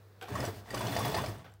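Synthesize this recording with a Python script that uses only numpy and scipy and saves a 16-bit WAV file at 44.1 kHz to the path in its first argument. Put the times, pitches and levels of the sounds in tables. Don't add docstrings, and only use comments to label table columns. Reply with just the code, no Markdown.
import sys
import numpy as np
from scipy import signal
from scipy.fft import rfft, irfft, next_fast_len
from scipy.io import wavfile
from scipy.ndimage import map_coordinates

SR = 44100
rng = np.random.default_rng(int(sys.argv[2]) if len(sys.argv) > 2 else 0)


def natural_amplitude(level_db):
    exponent = np.asarray(level_db, float) / 20
    return 10 ** exponent


def put_to_file(sound):
    columns = np.atleast_2d(sound).T
    safe = np.clip(columns, -1, 1)
    whole_steps = np.round(safe * 32767)
    wavfile.write(sys.argv[1], SR, whole_steps.astype(np.int16))


N = 70560
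NOW = np.arange(N) / SR


def unit(x):
    return x / np.sqrt(np.mean(x ** 2) + 1e-20)


def along(points, hz):
    f, v = np.transpose(points)
    return np.interp(np.log(hz + 1), np.log(f + 1), v)


def wobble(rate):
    knots = rng.standard_normal(int(N * rate / SR) + 4)
    return map_coordinates(knots, [np.arange(N) * rate / SR])


def wavering(hz, waver_hz, rate):
    pitch_hz = hz + waver_hz * wobble(rate)
    return np.sqrt(2) * np.sin(2 * np.pi * np.cumsum(pitch_hz) / SR)


def filtered(x, response):
    m = next_fast_len(N + SR // 2)
    return irfft(rfft(x, m) * response(np.fft.rfftfreq(m, 1 / SR)), m)[..., :N]


def resonances(modes):
    def response(f):
        total = 0
        for k, (centre, width, db) in enumerate(modes):
            damping = 1j * f * width
            total = total + (-1) ** k * natural_amplitude(db) * damping / (centre ** 2 - f * f + damping)
        return total
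    return response


def coloured(spectrum):
    return unit(filtered(rng.standard_normal(N), lambda hz: natural_amplitude(along(spectrum, hz))))


CHATTER_S, REBOUND_DB, NOTE_SCATTER_DB = .007, -8, 2.5


def struck(events, notes, own_t60, crack_db, crack_t60, crack_band, rise_s, count):
    out, t = np.zeros(N + SR), np.arange(SR // 5) / SR
    for s, db, own_hz in events:
        ring = natural_amplitude(-60 * t / own_t60) * np.sin(2 * np.pi * own_hz * t)
        for hz, level, t60 in notes:
            note_db = level + NOTE_SCATTER_DB * rng.standard_normal()
            ring = ring + natural_amplitude(note_db - 60 * t / t60) * np.sin(2 * np.pi * hz * t)

        band_hz = np.clip(np.multiply(crack_band, own_hz), 300, 19000)
        sos = signal.butter(2, band_hz, "bandpass", fs=SR, output="sos")
        noise = unit(signal.sosfilt(sos, rng.standard_normal(len(t))))
        crack = natural_amplitude(crack_db - 60 * t / crack_t60) * noise

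        contacts = np.zeros(SR // 20)
        lag_s = np.clip(np.abs(rng.standard_normal(count)) * CHATTER_S / 2, .001, .04)
        rebounds = natural_amplitude(REBOUND_DB + 2 * rng.standard_normal(count))
        np.add.at(contacts, (lag_s * SR).astype(int), rebounds)
        contacts[0] = 1
        hit = signal.fftconvolve((ring + crack) * (1 - np.exp(-t / rise_s)), contacts)
        out[round(s * SR):][:len(hit)] += natural_amplitude(db) * hit / np.abs(hit).max()
    return out[:N]


# pitch_hz, level_db (per Hz)
ROOM_TONE = [(30, 13), (150, 9.5), (280, -0.5), (470, 9.5), (650, -0.5), (1800, -5), (4000, -24),
             (16000, -39)]
# pitch_hz, level_db (per Hz)
MIC_HISS = [(1500, -23), (3900, 0), (8000, -10), (13000, -9), (16000, -2)]
ROOM_TONE_DB, MIC_HISS_DB, HUM_HZ, HUM_DB = -60, -70.5, 100, -59


def background():
    hum = natural_amplitude(HUM_DB + 1.2 * wobble(12)) * wavering(HUM_HZ, .6, rate=8)
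    tone = natural_amplitude(ROOM_TONE_DB - 5.4 * NOW + 1.2 * wobble(15)) * coloured(ROOM_TONE)
    hiss = natural_amplitude(MIC_HISS_DB - 5.3 * NOW) * coloured(MIC_HISS)
    return hum + tone + hiss


# start_s, peak_db, pitch_hz
TICKS = [(.285, -62, 6230), (.305, -53, 14400), (.352, -45, 7100), (.4028, -32, 5160), (.438, -41, 15200),
         (.45, -34.5, 5820), (.461, -37.5, 7760), (.485, -46, 14300), (.662, -60, 3180),
         (.705, -36.5, 4700), (.744, -31, 4620), (.755, -40.5, 11900), (.791, -37.5, 11000),
         (.807, -43, 8400), (.8655, -35, 2950), (.953, -35, 5700), (.966, -33.5, 4830), (.991, -33, 10500),
         (1.053, -31, 15400), (1.08, -35, 8390), (1.138, -36, 4310), (1.146, -30.5, 4830),
         (1.173, -31, 15800), (1.218, -38, 6250), (1.26, -34.5, 5310), (1.285, -42.5, 10640),
         (1.383, -52, 8540), (1.495, -66, 15200), (1.517, -63, 7500), (.211, -56, 8000),
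         (.2228, -45.5, 7780), (.387, -55, 13000), (.56, -50, 8700), (.87, -34, 4300), (.908, -42, 14500),
         (.922, -45, 8900), (1.003, -40, 5540), (1.048, -38, 4860), (1.064, -40, 6150), (1.088, -49, 7960),
         (1.164, -38, 9100), (1.19, -38.5, 2880), (1.247, -47, 4800), (.748, -40, 4830), (.78, -43, 2740),
         (.97, -32, 4440), (1.15, -29, 4350), (1.149, -38, 3120), (.776, -35, 2960)]
# pitch_hz, level_db, t60_s
STEEL_NOTES = [(4830, -10, .03), (4390, -12, .025), (3000, -14, .02), (6200, -19, .02), (8060, -18, .018),
               (10400, -20, .015), (15400, -18, .015)]


def ticks():
    return struck(TICKS, STEEL_NOTES, own_t60=.022, crack_db=-5, crack_t60=.022,
                  crack_band=(.5, 2.0), rise_s=.001, count=3)


# start_s, level_db (rms), t60_s
PEDAL = [
    (0.212, -44.5, 0.085),
    (0.2228, -44.5, 0.31),
    (1.444, -53, 0.3),
]
# pitch_hz, width_hz, level_db
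PEDAL_BOX = [(340, 60, -6), (490, 40, 0), (770, 70, 1), (1250, 200, -5), (1550, 150, -3), (2300, 400, -9),
             (3300, 600, -10), (6000, 2000, -25), (13500, 4000, -28)]
# pitch_hz, level_db, t60_s
CLUTCH_RING = [(490, -45, .22), (760, -43, .12), (1550, -48, .08)]
POP_S, POP_DB, POP_WIDTH_S = .2906, -30, .00022
CLICK_S, CLICK_DB, CLICK_T60 = 1.539, -51, .005


def pedal():
    scrape = 0
    for s, db, t60 in PEDAL:
        scrape = scrape + (NOW >= s) * natural_amplitude(db - 60 * np.clip(NOW - s, 0, None) / t60)
    noise, box = rng.standard_normal(N), resonances(PEDAL_BOX)
    boxed = filtered(scrape * noise * natural_amplitude(1.9 * wobble(250)), box) / np.std(filtered(noise, box))

    since_grip = np.clip(NOW - PEDAL[1][0], 0, None)
    plate = 0
    for hz, db, t60 in CLUTCH_RING:
        plate = plate + natural_amplitude(db - 60 * since_grip / t60) * np.sin(2 * np.pi * hz * since_grip)

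    pop = natural_amplitude(POP_DB) * np.exp(-((NOW - POP_S) / POP_WIDTH_S) ** 2)
    since_click = np.clip(NOW - CLICK_S, 0, None)
    click = (since_click > 0) * natural_amplitude(CLICK_DB - 60 * since_click / CLICK_T60)
    click = click * coloured([(1500, 3), (4000, 11), (15000, 8)])
    return boxed + plate + pop + click


# start_s, running_db, extra_brush_hiss_db
DRIVE = [(0, -103, -8), (.27, -70, 11), (.29, -53, 4), (.4, -45, 2), (0.486, -48.5, 8), (0.516, -58, 9.5),
         (.588, -60.5, 12.5), (.635, -66.5, 4), (.682, -60, 6.5), (0.734, -48, 2.5), (.76, -46, 3),
         (.93, -47, 10.5), (1.08, -43, 5.5), (1.118, -48, 10), (1.187, -42, -1.5), (1.288, -52.5, 9.5),
         (1.42, -64, 1.5), (1.6, -83.5, 6)]
# pitch_hz, width_hz, level_db
HOUSING = [(669, 79, 5), (926, 65, 6), (1107, 158, 2.5), (1430, 390, -2.5), (1827, 227, -1.5),
           (2960, 100, -12.5), (4830, 68, -27), (6420, 51, -13), (8100, 240, -14), (10200, 210, -21),
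           (15400, 320, -18)]
# pitch_hz, width_hz, level_db
BED = [(170, 33, -5), (278, 10.6, -4.5), (341, 36, -8.5), (432, 28, -6), (520, 58, -13), (580, 51, -10)]
# pitch_hz, level_db (per Hz)
WHIR = [(100, -46), (180, 3), (700, 1), (1200, -12.5), (2430, -10), (5000, -28), (9000, -25), (16000, -89)]
# pitch_hz, level_db (per Hz)
BRUSHES = [(1200, -6), (2500, 2.5), (5000, 4.5), (9000, -6.5), (14300, -2.5), (15400, 0.5), (16000, 1)]
RATTLE_PER_S, RATTLE_SCATTER_DB = 1500, 4
RATTLE_DB, BED_DB, WHIR_DB, HISS_DB = 1, -4, 2.5, -8
WHINE_HZ, WHINE_WAVER_HZ, WHINE_DB = 3470, 65, -8
WHINE_FROM_S, WHINE_TO_S = .78, 1.22


def shaken(taps, modes):
    body = resonances(modes)
    return filtered(taps, body) / np.std(filtered(rng.standard_normal(N), body))


def running():
    s, *cols = np.transpose(DRIVE)
    drive_db, bright_db = [np.interp(NOW, s, c) for c in cols]

    taps = (rng.random(N) < RATTLE_PER_S / SR) * rng.choice([-1, 1], N)
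    taps = taps * natural_amplitude(RATTLE_SCATTER_DB * rng.standard_normal(N))
    taps = taps * natural_amplitude(drive_db) * np.sqrt(SR / RATTLE_PER_S)
    rattle = shaken(taps, HOUSING) * natural_amplitude(RATTLE_DB + wobble(30.36))
    rattle = rattle + shaken(taps, BED) * natural_amplitude(BED_DB + 4.2 * wobble(20))

    outside = (NOW < WHINE_FROM_S) | (NOW > WHINE_TO_S)
    whine_db = drive_db + WHINE_DB + 3 * wobble(110) - 6 * outside
    whine = natural_amplitude(whine_db) * wavering(WHINE_HZ, WHINE_WAVER_HZ, rate=120)
    whir = natural_amplitude(drive_db + WHIR_DB + wobble(44.54)) * coloured(WHIR)
    hiss = natural_amplitude(drive_db + bright_db + HISS_DB + 1.2 * wobble(120)) * coloured(BRUSHES)
    return rattle + whine + whir + hiss


# start_s, peak_db, pitch_hz (loudest housing note)
KNOCKS = [(.283, -32.5, 1014), (.353, -24.5, 1073), (.405, -33.5, 1900), (.438, -26, 645), (.478, -31, 655),
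          (.687, -40, 1940), (.705, -32, 1884), (.741, -24, 640), (.772, -25.5, 1470), (.8065, -24.5, 998),
          (.8655, -25, 999), (.925, -32, 1920), (.964, -17, 673), (1.005, -24.5, 1142), (1.0485, -21, 698),
          (1.066, -25, 603), (1.082, -38, 930), (.882, -23, 730), (.985, -23, 890), (1.175, -25, 1020),
          (.455, -34.5, 790), (.372, -33, 1080), (.658, -41, 900), (1.26, -33, 2310), (.356, -26, 1143),
          (.746, -24.5, 1093), (.809, -25, 660), (.84, -37, 680), (1.051, -27, 1120), (1.058, -33, 900),
          (1.345, -46.5, 790), (1.4, -45.5, 730), (1.41, -46, 1110), (1.447, -48.5, 1170),
          (1.465, -46, 512), (1.119, -27.5, 860), (1.143, -19, 673), (1.165, -21, 760), (1.185, -24, 1037),
          (1.215, -57, 740), (1.238, -21.5, 694), (1.291, -33, 1160), (1.392, -39, 675)]
# pitch_hz, level_db, t60_s
KNOCK_NOTES = [(650, -14, .045), (1130, -13, .03), (1500, -14, .025), (1850, -14, .03), (2600, -17, .02),
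               (800, -14, .04)]


def knocks():
    return natural_amplitude(-4.5) * struck(KNOCKS, KNOCK_NOTES, own_t60=0.032, crack_db=-14.5, crack_t60=0.049,
                              crack_band=(1.1, 6.5), rise_s=0.00095, count=3)


# start_s, level_db, pitch_hz
SHUDDERS = [(0.309, -45, 114), (0.393, -44, 123.7), (0.464, -44.5, 100), (0.558, -53, 100),
            (0.698, -52.5, 116.2), (0.758, -47, 119.5), (0.828, -41.5, 116.3), (0.908, -47.5, 124),
            (0.967, -44, 100), (1.018, -43, 117), (1.063, -44.5, 138.3), (1.151, -46, 100),
            (1.198, -46.5, 130.4), (1.271, -45.5, 103.9), (1.36, -56.5, 129), (1.449, -64, 120.6),
            (1.508, -84, 100), (0.428, -54, 169.3), (1.4, -69, 175), (.295, -48.5, 414), (0.411, -57, 432),
            (0.474, -47, 445.7), (.865, -48, 421), (0.969, -46, 433), (1.034, -46, 432), (1.074, -42, 429),
            (1.141, -49, 434), (1.231, -58, 419), (0.296, -55, 279), (.375, -52.5, 270), (0.459, -55, 275),
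            (0.746, -55, 277), (.885, -45, 278), (1.046, -52.5, 276), (1.141, -61, 277), (1.355, -69, 288),
            (0.322, -49.5, 177), (.77, -66, 172), (0.859, -48, 172), (1.039, -50, 166.4),
            (1.161, -48, 180.5), (.405, -54, 520), (.46, -50, 347), (1.281, -55.5, 339.5), (1.045, -53, 55)]
# start_s, end_s, level_db
SWAY = [
    (0.347, 0.43, -42.5),
    (0.746, 0.997, -46),
    (1.126, 1.297, -45.5),
    (1.328, 1.395, -54),
    (0.526, 0.707, -58.5),
    (1.477, 1.598, -63),
]
SHUDDER_RISE_S, SHUDDER_T60, SHUDDER_AT_HZ = .013, .24, 120
SWAY_HZ, SWAY_WAVER_HZ, SWAY_EDGE_S = 66, 9, .03


def table():
    out, t = np.zeros(N + SR), np.arange(SR // 2) / SR
    rise = 1 - np.exp(-(t / SHUDDER_RISE_S) ** 2)
    for s, db, hz in SHUDDERS:
        fall_db = 60 * t / SHUDDER_T60 * np.sqrt(hz / SHUDDER_AT_HZ)
        boom = natural_amplitude(db + 17 - fall_db) * rise * np.sin(2 * np.pi * hz * t)
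        out[round(s * SR):][:len(t)] += boom

    gate = 0
    for start, end, db in SWAY:
        away_s = np.clip(np.maximum(start - NOW, NOW - end), 0, None)
        gate = gate + natural_amplitude(db) * np.exp(-(away_s / SWAY_EDGE_S) ** 2)
    sway = gate * natural_amplitude(0.5 * wobble(28.8)) * wavering(SWAY_HZ, SWAY_WAVER_HZ, rate=11.24)
    return out[:N] + sway


# pitch_hz, t60_s
WALLS = [(100, 1), (1000, 0.043), (5000, 0.13), (15000, 0.16)]
WALLS_DB = -10.5


def walls(x):
    hz, t, z = signal.stft(rng.standard_normal(SR // 2), SR, nperseg=256)
    fade = natural_amplitude(-60 * t / along(WALLS, hz)[:, None])
    tail = signal.istft(z * fade, SR, nperseg=256)[1]
    return signal.fftconvolve(np.pad(x, (300, 0)), tail / np.linalg.norm(tail))[:N]


def scene():
    machine = ticks() + pedal() + running() + knocks()
    return (machine + natural_amplitude(WALLS_DB) * walls(machine) + table() + background())[None]


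def top_cut(x):
    return signal.sosfilt(signal.butter(12, 16180, fs=SR, output="sos"), x)


MIC_LOW_HZ, TOP_HZ = 60.5, 15800


def record(dry):
    mix = filtered(dry, lambda hz: (hz < TOP_HZ) / (1 + (MIC_LOW_HZ / (hz + 1)) ** 4))
    return top_cut(mix)


dry = scene()
out = record(dry)
put_to_file(out)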